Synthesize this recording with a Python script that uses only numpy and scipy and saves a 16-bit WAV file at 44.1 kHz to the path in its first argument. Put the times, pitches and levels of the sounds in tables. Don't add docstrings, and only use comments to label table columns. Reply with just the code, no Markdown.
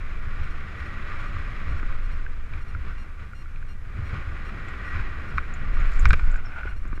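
import sys
import numpy as np
from scipy import signal
from scipy.fft import rfft, irfft
from scipy.io import wavfile
from scipy.ndimage import uniform_filter1d

SR = 44100
rng = np.random.default_rng(int(sys.argv[2]) if len(sys.argv) > 2 else 0)


def master_out(mix):
    frames = np.transpose(np.atleast_2d(mix))
    ceiling = np.clip(frames, -1, 1)
    pcm = np.round(ceiling * 32767).astype(np.int16)
    wavfile.write(sys.argv[1], SR, pcm)


N = 308700
TIME = np.arange(N) / SR
FREQ = np.maximum(np.arange(N // 2 + 1) * SR / N, 1)

# t/s, level/dB
ROLLING = [(0.0, -49.5), (0.66, -48), (0.94, -46), (1.73, -47), (2.3, -53.5), (2.59, -55.5), (2.75, -51),
           (3.31, -58.5), (3.84, -56), (4.17, -48), (4.93, -45.5), (5.36, -47), (5.57, -47.5), (5.98, -45),
           (6.32, -51.5), (6.55, -53), (6.71, -55.5), (7.0, -56)]
# t/s, shake/dB, extra load/dB
HUMPS = [(0.28, -33.5, 0.5), (0.41, -30.5, 1.5), (0.83, -34, 2), (1.11, -47, 3), (1.21, -55, 4),
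         (1.36, -29, 1.5), (1.71, -24.5, 2), (1.94, -40, 1), (2.14, -36, 2.5), (2.55, -34, 7),
         (2.77, -29, -2), (2.89, -36.5, 4), (3.22, -39, 6), (3.78, -44, -4), (4.0, -25.5, 2.5),
         (4.139, -27.5, 5.5), (4.29, -31.5, -0.5), (4.96, -27.5, 4.5), (5.18, -34, 0.5), (5.35, -27.5, 0),
         (5.63, -34.5, 0.5), (5.81, -30, 4.5), (6.07, -18, 4), (6.12, -25.5, -1.5), (6.27, -29, -0.5),
         (6.66, -34.5, 2.5), (6.76, -36, -2), (6.92, -35.5, 1)]
# t/s, level/dB
GUSTS = [(0, -27.5), (0.53, -24.0), (0.74, -38), (1.1, -27), (1.52, -29.5), (1.88, -22), (2.35, -25.5),
         (2.72, -30.5), (2.9, -27), (3.3, -38.5), (3.58, -28.0), (3.92, -33.5), (4.35, -30.5),
         (4.84, -35.0), (5.02, -24.5), (5.22, -34.5), (5.37, -28), (5.6, -27), (5.79, -15.5), (5.93, -18.0),
         (6.08, -9), (6.18, -20), (6.28, -13), (6.55, -34.0), (6.8, -25.5), (7.0, -26.0)]
# f/Hz, relative level/dB
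WIND_COLOUR = [(8, -3), (14, 0), (21, -1), (27, -8), (42, -13), (52, -23), (90, -42), (200, -62)]
RUMBLE_COLOUR = [(40, -6), (54, -10.5), (65, 5.5), (85, -5), (110, -7.5), (150, -22.5), (250, -33.5)]
RUSH_COLOUR = [(100, -1.5), (165, 1), (250, -5.5), (380, -8.5), (600, -13.5), (850, -17), (1400, -31.5)]
CRUNCH_COLOUR = [(440, -45), (750, -14.5), (870, -17), (961, -11), (1190, 2), (1290, -2), (1430, 2),
                 (1700, -4), (1900, -5), (2110, -5.5), (2360, -5.5), (3040, -24), (3300, -36.5),
                 (4290, -46.5), (7260, -120)]
SAND_COLOUR = [(1650, -11), (2800, -4.5), (3110, -5), (3310, -1), (3560, -5.5), (4030, -5.5), (4360, -10.5),
               (5310, -11), (5810, -20), (6690, -16), (9300, -31.5), (10100, -28), (14300, -43.5),
               (15000, -36)]
HISS_COLOUR = [(2000, -2), (6000, -3), (10000, -8.5), (13000, -12.5), (15000, -20)]
RATTLE_COLOUR = [(3500, 0), (5300, 1), (5900, -5), (7100, -2), (8200, -6), (9200, -15), (13000, -19)]
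# middle t/s, half width/s, boost/dB
WHIRR_SWELLS = [(0.85, 0.21, 4), (4.88, 0.25, 7)]
# start t/s, blip length/s, number of blips
WHINE_BURSTS = [(.43, .027, 2), (.785, .022, 2), (1.185, .035, 2), (1.695, .033, 2), (2.04, .03, 2),
                (2.61, .025, 2), (2.98, .055, 1), (3.35, .08, 1), (3.685, .05, 1), (4.05, .05, 1),
                (4.45, .05, 1), (4.85, .06, 1), (5.28, .03, 2), (5.74, .04, 1), (6.69, .025, 2),
                (6.953, .02, 1)]
# f/Hz, level/dB
WHINE_TONES = [(2789, -62.5), (4199, -67.5), (5599, -70.5), (6988, -80), (8393, -76.5), (11192, -79.5),
               (12592, -85)]
# t/s, level/dB, f/Hz
POPS = [(1.2600, -33, 1220), (1.365, -30.5, 1195), (1.8290, -40, 1220), (2.2639, -28.5, 1570),
        (2.5360, -34.5, 2340), (2.7485, -28, 1410), (3.333, -34.5, 1430), (3.458, -38.5, 1390),
        (3.5596, -41, 2420), (3.626, -35.5, 1530), (6.342, -27.5, 1510), (6.358, -27.5, 1510),
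        (6.5630, -35, 1440), (6.6320, -26.5, 1470), (6.675, -30, 1530)]
# t/s, knock level/dB, treble cutoff f/Hz (low is soft), thud level/dB
KNOCKS = [(1.8293, -28, 2040, -31), (5.377, -23, 3460, -54), (5.3816, -9.5, 2500, -46),
          (5.7697, -24.5, 2000, -43), (5.99, -27, 2200, -38), (6.055, -7.5, 7400, -24.5),
          (6.1068, -10.5, 4450, -28), (6.127, -31, 1210, -22.5), (6.1316, -12.5, 11500, -25),
          (6.1340, -11.5, 3540, -35), (6.1390, -16, 3950, -23.5), (6.1951, -22, 2030, -50),
          (6.654, -40, 2830, -29), (6.762, -42, 1760, -38), (6.853, -30.5, 1900, -34),
          (6.9287, -28.5, 1950, -30), (6.9763, -31, 2300, -34)]
# f/Hz, width/Hz, level/dB
CASE_MODES = [(986, 290, -15), (1165, 223, -3.5), (1507, 155, 2.5), (2120, 207, -6), (2364, 230, -4),
              (3530, 310, -19), (3660, 260, -16), (5460, 810, -22), (6570, 1000, -26), (10500, 2000, -43)]
# t/s, level/dB
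CHAIN_TICKS = [(4.6855, -50), (5.539, -42), (5.7988, -49), (5.934, -51), (5.994, -37), (6.0054, -42),
               (6.0882, -41), (6.3146, -45.5), (6.364, -51), (6.8783, -55)]
# f/Hz, width/Hz, level/dB
CHAIN_MODES = [(6420, 290, -1), (7180, 180, -11), (7970, 190, -4.5), (10600, 500, -12)]
# start t/s, length/s, level/dB
MOUNT_RUBS = [(6.195, 0.2, -44), (6.455, 0.27, -45), (6.573, 0.023, -41.5), (6.647, 0.032, -46.5)]


def undb(db):
    return 10 ** (np.asarray(db) / 20)


def unit(x):
    return x / np.sqrt(np.mean(x ** 2))


def curve(table):
    return np.interp(TIME, *np.transpose(table))


def colour(x, points):
    hz, db = np.transpose(points)
    octaves_outside = np.maximum(np.log2(hz[0] / FREQ), 0) + np.maximum(np.log2(FREQ / hz[-1]), 0)
    gain_db = np.interp(np.log(FREQ), np.log(hz), db) - 28 * octaves_outside
    return unit(irfft(rfft(x) * undb(gain_db), N))


def noise(points):
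    return colour(rng.standard_normal(N), points)


def steady(x):
    return x / np.sqrt(uniform_filter1d(x ** 2, size=3000) + .05)


def resonances(freq, modes):
    return sum((-1) ** k * undb(db) / (1 + 1j * (freq ** 2 - hz ** 2) / (freq * width))
               for k, (hz, width, db) in enumerate(modes))


def ring(x, modes):
    return unit(irfft(rfft(x) * resonances(FREQ, modes) ** 2, N))


def wander(rate_hz):
    step = int(SR / rate_hz)
    stairs = np.repeat(rng.standard_normal(N // step + 2), step)
    return 1.3 * uniform_filter1d(stairs, step)[rng.integers(step):][:N]


def grains(per_s, spread_db):
    size = undb(spread_db * np.minimum(rng.exponential(size=N), 4))
    return unit((rng.random(N) < per_s / SR) * size * rng.choice([-1, 1], N))


def swell(start_s, hold_s, rise_s, fall_s):
    before = np.maximum(start_s - TIME, 0) / rise_s
    after = np.maximum(TIME - start_s - hold_s, 0) / fall_s
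    return np.exp(-np.minimum(before + after, 10) ** 2)


def tock(hz, cycles, size=2048):
    age = np.arange(size) / SR * hz / cycles
    return (age * np.exp(1 - age)) ** 2 * np.sin(2 * np.pi * cycles * age)


def strike(modes, cutoff_hz, size=4096):
    freq = np.maximum(np.arange(size // 2 + 1) * SR / size, 1)
    blow = irfft(resonances(freq, modes) / (1 + 1j * freq / cutoff_hz) ** 3)[:size // 2]
    return blow / np.abs(blow).max()


def chatter(blow, decay_s, share, size=2048):
    contacts = share * rng.standard_normal(size) * np.exp(-np.arange(size) / SR / decay_s)
    contacts[0] = 1
    return signal.fftconvolve(blow, contacts)


def add(out, s, x):
    i = int(s * SR)
    out[i:i + len(x)] += x[:N - i]


def humps():
    shake, press_db = 0, 0
    for s, shake_db, extra_db in HUMPS:
        pulse = swell(s, 0, rise_s=0.039, fall_s=0.054)
        shake += undb(shake_db) * pulse
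        press_db += extra_db * pulse
    return shake, press_db


def wind():
    return steady(noise(WIND_COLOUR)) * undb(curve(GUSTS) + 1.1)


def ground(roll_db, press_db, shake, firmness):
    rumble = steady(noise(RUMBLE_COLOUR)) * np.hypot(undb(-38 + 0.24 * roll_db), shake)
    rush_db = -45 + 0.75 * (roll_db + 0.74 * press_db) + 1.5 * firmness
    rush_gain = np.hypot(undb(rush_db), undb(-25.5) * shake)
    return rumble + noise(RUSH_COLOUR) * rush_gain * undb(0.83 * wander(30))


def tyre_crunch(load_db, firmness):
    grit = unit(grains(per_s=2500, spread_db=1) + 0.98 * rng.standard_normal(N))
    crunch = colour(grit, CRUNCH_COLOUR) * undb(-41 + load_db)
    sand = colour(grit, SAND_COLOUR) * undb(-56.5 + load_db - 1.5 * firmness)
    flutter_db = 0.81 * wander(70) + 0.2 * wander(17)
    return (crunch + sand) * undb(flutter_db)


def tyre_hum(roll_db, press_db, firmness, cruise_hz=594.5, db_per_octave=30):
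    hz = cruise_hz * 2 ** (roll_db / db_per_octave) * (1 + 0.03545 * wander(200))
    phase = 2 * np.pi * np.cumsum(hz) / SR
    level_db = -57 + 1.53 * (roll_db + press_db) - 8 * firmness + 3.6 * wander(40)
    return (np.sin(phase) + undb(2) * np.sin(2 * phase)) * undb(level_db)


def wheel_whirr(roll_db):
    boost_db = sum(db * swell(s, 0, width, width) for s, width, db in WHIRR_SWELLS)
    return ring(rng.standard_normal(N), [(1918, 110, 0)]) * undb(-50 + 1.45 * roll_db + boost_db)


def electronics(blip_step_s=0.072, hiss_db=-70.5):
    on = np.zeros(N)
    for s, length, blips in WHINE_BURSTS:
        for k in range(blips):
            add(on, s + k * blip_step_s, np.ones(int(length * SR)))
    clock = np.cumsum(1 + .0055 * wander(700)) / SR
    whine = sum(np.sqrt(2) * undb(db) * np.sin(2 * np.pi * hz * clock) for hz, db in WHINE_TONES)
    return whine * uniform_filter1d(on, size=100) + undb(hiss_db) * noise(HISS_COLOUR)


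def pops():
    out = np.zeros(N)
    for s, db, hz in POPS:
        pop = tock(hz, cycles=3.1) + undb(-11) * tock(1.58 * hz, cycles=2.4)
        add(out, s, undb(db) * pop)
    return out


def case_knocks(thud_ratio=0.13):
    out = np.zeros(N)
    for s, db, cutoff_hz, thud_db in KNOCKS:
        modes = np.array(CASE_MODES, float)
        modes[:, 2] += 1.5 * rng.standard_normal(len(modes))
        add(out, s, undb(db) * chatter(strike(modes, cutoff_hz), decay_s=0.0052, share=0.051))
        add(out, s, undb(thud_db) * tock(thud_ratio * cutoff_hz, cycles=0.65))
    return out


def chain_ticks():
    out = np.zeros(N)
    for s, db in CHAIN_TICKS:
        modes = np.array(CHAIN_MODES, float)
        modes[:, 0] *= 1 + 0.02 * rng.standard_normal(len(modes))
        link = signal.fftconvolve(strike(modes, cutoff_hz=9000), tock(7320, cycles=4.9))
        link /= np.abs(link).max()
        add(out, s, undb(db - 1) * chatter(link, decay_s=0.0064, share=0.069))
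    return out


def rattle(roll_db):
    clicks = grains(per_s=1100, spread_db=4)
    in_dip = swell(start_s=5.91, hold_s=0.45, rise_s=0.07, fall_s=0.033)
    return colour(clicks, RATTLE_COLOUR) * undb(-60 + 0.89 * roll_db) * in_dip


def mount_rub():
    rubbing = sum(undb(db) * swell(s, length, rise_s=0.0084, fall_s=0.018)
                  for s, length, db in MOUNT_RUBS)
    slips = grains(per_s=820, spread_db=0)
    return ring(slips, [(754, 460, -7), (1462, 145, 2), (2310, 720, -6.5)]) * rubbing


def squeak(at_s=6.459, rest_hz=5290, glide_s=0.012):
    glide = np.exp(-np.clip((TIME - at_s) / glide_s, -2, 20))
    hz = rest_hz + 168 * glide + 70 * wander(640)
    loudness = swell(at_s, 0, rise_s=0.008, fall_s=0.024) * undb(-53 + 2.5 * wander(300))
    return np.sin(2 * np.pi * np.cumsum(hz) / SR) * loudness


def scene(cruise_db=-45, bend_s=4.06):
    roll_db = curve(ROLLING) - cruise_db
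    shake, press_db = humps()
    firmness = 0.5 + 0.5 * np.tanh((TIME - bend_s) / 0.94)
    mix = wind() + ground(roll_db, press_db, shake, firmness)
    mix += tyre_crunch(roll_db + press_db, firmness)
    mix += tyre_hum(roll_db, press_db, firmness) + wheel_whirr(roll_db)
    mix += electronics() + pops() + case_knocks() + chain_ticks()
    mix += rattle(roll_db) + mount_rub() + squeak()
    return mix[None]


def record(dry, top_hz=15200):
    return signal.sosfilt(signal.ellip(10, .2, 80, top_hz, fs=SR, output="sos"), dry)


dry = scene()
out = record(dry)
master_out(out)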